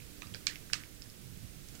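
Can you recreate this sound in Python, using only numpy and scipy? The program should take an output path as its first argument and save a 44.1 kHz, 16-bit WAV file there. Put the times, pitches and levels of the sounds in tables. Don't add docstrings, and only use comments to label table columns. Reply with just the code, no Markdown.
import sys
import numpy as np
from scipy import signal
from scipy.fft import rfft, irfft, next_fast_len
from scipy.io import wavfile
from scipy.ndimage import map_coordinates

SR = 44100
rng = np.random.default_rng(int(sys.argv[2]) if len(sys.argv) > 2 else 0)


def persist_wave(psi):
    counts = np.round(np.clip(psi, -1, 1) * 32767).astype(np.int16)
    wavfile.write(sys.argv[1], SR, np.atleast_2d(counts).T)


def invert_db(x):
    u = np.asarray(x, float) / 20
    return 10 ** u


N = 79380


def along(points, hz):
    f, value = np.transpose(points)
    return np.interp(np.log(hz + 1), np.log(f + 1), value)


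def curve(rows):
    return np.interp(np.arange(N) / SR, *np.transpose(rows))


def wobble(rate):
    knots = rng.standard_normal(int(N * rate / SR) + 4)
    return map_coordinates(knots, [np.arange(N) * rate / SR])


def filtered(x, response):
    m = next_fast_len(len(x) + SR // 4)
    spectrum = rfft(x, m) * response(np.fft.rfftfreq(m, 1 / SR))
    return irfft(spectrum, m)[:len(x)]


def noise(spectrum):
    return filtered(rng.standard_normal(N), lambda hz: invert_db(along(spectrum, hz)))


def unit(x):
    return x / np.sqrt(np.mean(x ** 2) + 1e-20)


def preamp_hiss():
    # f/Hz, level/dB
    hiss_colour = [(40, -60), (300, -58.5), (600, -66), (900, -72), (1500, -62.5), (4300, -57.5),
                   (10000, -56.5), (14800, -58), (15800, -63)]
    return noise(hiss_colour)


def traffic():
    # t/s, level/dB
    swells = [(0.0, -56.5), (0.284, -60.5), (0.3, -55), (0.546, -60.5), (0.796, -55), (0.896, -63),
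              (0.922, -57), (1.042, -62.5), (1.118, -54.5), (1.142, -67), (1.222, -51), (1.412, -52.5),
              (1.432, -47.5), (1.498, -53.5), (1.614, -53.5), (1.684, -61.5), (1.724, -54), (1.8, -54)]
    # f/Hz, level/dB
    rumble_colour = [(40, -26), (70, -2.5), (115, 0.5), (200, -6.5), (280, -15.5), (450, -40)]
    gain_db, wobble_db = 5.5, 1
    level_db = curve(swells) + gain_db + wobble_db * wobble(8.93)
    return invert_db(level_db) * unit(noise(rumble_colour))


def fan():
    # f/Hz, width/Hz, level/dB
    fan_tones = [
        (300.5, 3.7, -63),
        (117.7, 9.4, -63),
    ]
    hum = np.zeros(N)
    for hz, width, db in fan_tones:
        tone = filtered(rng.standard_normal(N), lambda f: np.exp(-((f - hz) / width) ** 2))
        hum += invert_db(db) * unit(tone)
    return hum


def background():
    # f/Hz, level/dB
    drone_colour = [(20, -28.5), (45, -25), (80, -34.5), (200, -39.5), (350, -39), (600, -49.5), (900, -63)]
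    # f/Hz, level/dB
    air_colour = [(200, -41), (600, -49), (900, -56), (1500, -51), (2600, -50.5), (4300, -52),
                  (6500, -52.5), (11000, -56.5)]
    return traffic() + noise(drone_colour) + noise(air_colour) + fan()


def band(f):
    low, high = 1j * f / 1060, 1j * f / 8700
    low_cut = -low ** 3 / (1 + low + low ** 2) / (1 + low)
    high_cut = 1 / (1 + 1.12 * high + high ** 2) ** 3
    skirt = invert_db(-20) * 3 * low / (1 + 3 * low)
    return low_cut * high_cut + skirt


def snap(hz, width, ring_db, late_s):
    crack_db = -11.5
    crack_span = 1.62
    soft = 3.8
    f = np.fft.rfftfreq(2048, 1 / SR)

    def mode(w):
        return 1j * f * w / (hz * hz - f * f + 1j * f * w)

    ring = invert_db(ring_db) * mode(width) * mode(soft * width) * np.sqrt(1000 / width)
    crack = invert_db(crack_db) * band(f) / (1 + 1j * f / (crack_span * hz)) ** 2
    return irfft((crack + ring) * np.exp(-2j * np.pi * f * late_s))


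def tail():
    # f/Hz, time to fall 60 dB/s
    decay_times = [(800, 0.26), (1200, 0.45), (2200, .26), (5600, 0.21), (8500, .23), (12000, .16)]
    rise_s = 0.0037
    hz, t, z = signal.stft(rng.standard_normal(SR // 3), SR, nperseg=128)
    decay = invert_db(-60 * t / along(decay_times, hz)[:, None])
    x = signal.istft(z * decay, SR, nperseg=128)[1]
    x = x * (1 - np.exp(-(np.arange(len(x)) / SR / rise_s) ** 2))
    return x / np.linalg.norm(x)


def wall_echoes(direct):
    # delay/s, level/dB, dull above f/Hz
    reflections = [
        (.0041, -17, 5950),
        (.0078, -17, 14000),
        (.0092, -15.5, 11000),
        (.0104, -15, 4000),
        (.0144, -21, 9000),
        (0.0217, -20, 5050),
    ]

    def response(f):
        return sum(invert_db(db) * np.exp(-2j * np.pi * f * s) / (1 + 1j * f / hz) ** 2 for s, db, hz in reflections)

    return filtered(direct, response)


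def cap():
    # t/s, level/dB, ringing
    # pitch f/Hz, ring width/Hz
    snaps_and_ticks = [(.2200, -28, 2600, 370), (.2212, -27.5, 1030, 260), (0.22, -26, 3800, 400),
                       (.2216, -22, 2590, 380), (0.22, -30, 6000, 450), (.2214, -31, 610, 400),
                       (0.27, -30, 4800, 420), (.2214, -31, 1800, 450), (.3460, -20, 5010, 420),
                       (0.34, -23, 3170, 400), (.3463, -22.5, 1620, 240), (.3462, -24.5, 2350, 390),
                       (.3465, -22.5, 4380, 330), (0.34, -32, 7100, 500), (.3463, -32.5, 540, 400),
                       (.4683, -9, 5420, 450), (.4683, -14.5, 7270, 310), (.4685, -14.5, 6370, 400),
                       (.4692, -7.5, 4300, 320), (0.47, -9, 2380, 250), (0.56, -33, 13500, 600),
                       (.4686, -35, 11800, 900), (0.47, -11.5, 2900, 300), (.4703, -12, 3400, 270),
                       (0.47, -12, 4900, 470), (0.47, -15, 1750, 320), (0.47, -23, 8000, 400),
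                       (.4700, -27, 1110, 240), (0.73, -20.5, 2500, 800), (0.74, -24, 4200, 800),
                       (0.7, -26, 1600, 400), (.7326, -10.5, 4330, 370), (.7333, -10, 5250, 880),
                       (.73368, -10, 5280, 470), (.7336, -14.5, 6600, 460), (.73368, -7, 2670, 550),
                       (.7337, -9.5, 1730, 260), (.7342, -16, 8000, 320), (.7335, -31, 12600, 1000),
                       (.7334, -36, 14100, 300), (.7335, -27, 10900, 500), (.7336, -25, 9300, 360),
                       (.7344, -16.5, 4750, 360), (.7354, -21, 5300, 500), (.7339, -17, 3520, 310),
                       (.7338, -22.5, 1186, 240), (.7336, -31, 540, 400),
                       (0.00202, -33, 2450, 400), (.020, -34, 2500, 150), (.2285, -29, 1240, 76),
                   (.2380, -32, 1170, 120), (.2450, -35, 3700, 300), (0.27, -34, 2530, 150),
                   (.4788, -21, 2400, 130), (.4975, -22.5, 1800, 120), (.5110, -26, 1900, 150),
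                   (.5575, -23.5, 2600, 700), (.5579, -28.5, 2200, 350), (.5577, -30, 4980, 800),
                   (.7428, -25, 1520, 230), (.7425, -27, 6400, 500), (.7525, -27, 1270, 130),
                   (.8366, -24.5, 2170, 820), (1.0204, -26.5, 5100, 300), (1.0210, -27, 5450, 200),
                   (1.0208, -33, 7200, 600), (0.87, -32, 17000, 700), (1.1, -34, 9900, 400),
                   (0.95, -34, 8100, 400), (1.0209, -35, 2500, 1300), (1.0207, -39, 3800, 400),
                   (1.0265, -33, 4800, 300), (1.1, -31, 5200, 500), (1.0400, -37, 5500, 300),
                   (1.0580, -37, 1700, 250), (1.6870, -30, 6100, 2500), (1.6895, -39, 2300, 900),
                   (1.7522, -32, 6500, 2500), (1.7520, -36, 1300, 990), (1.7525, -40, 14000, 900)]
    snap_db, ring_db = 6.5, 9.5
    room_db, room_ring_db = -8.5, -1.5
    room_blur = 2.76
    near, far = np.zeros(N + SR), np.zeros(N + SR)
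    for s, db, hz, width in snaps_and_ticks:
        start, gain = int(s * SR), invert_db(db + snap_db)
        direct = snap(hz, width, ring_db, s - start / SR)
        off_axis = snap(hz, room_blur * width, ring_db + room_ring_db, 0)
        spread = signal.fftconvolve(off_axis, tail())
        near[start:start + len(direct)] += gain * direct
        far[start:start + len(spread)] += gain * spread
    return (near + wall_echoes(near) + invert_db(room_db) * far)[:N]


def sleeve():
    # t/s, level/dB
    rustle = [
        (1.25, -80),
        (1.45, -70),
        (1.66, -66),
        (1.72, -62),
        (1.76, -58),
        (1.8, -63),
    ]
    # f/Hz, level/dB
    cloth_colour = [(700, -30), (1400, 0), (4000, 0.1), (8000, -1), (15000, -12)]
    return invert_db(curve(rustle) + 3.4 * wobble(120)) * unit(noise(cloth_colour))


def scene():
    right = cap() + background() + sleeve()
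    return np.array([np.zeros(N), right])


def low_pass(x):
    return signal.sosfilt(signal.butter(12, 16420, fs=SR, output="sos"), x)


def record(dry):
    # t/s, gain/dB
    gain_ride = [
        (0, 0),
        (.4, .5),
        (.82, 0),
        (.88, -1.05),
        (1.65, -0.73),
        (1.8, 0.8),
    ]
    top_hz = 15810
    x = (dry + np.array([preamp_hiss(), preamp_hiss()])) * invert_db(curve(gain_ride))
    mix = np.array([filtered(channel, lambda hz: hz < top_hz) for channel in x])
    return low_pass(mix)


dry = scene()
out = record(dry)
persist_wave(out)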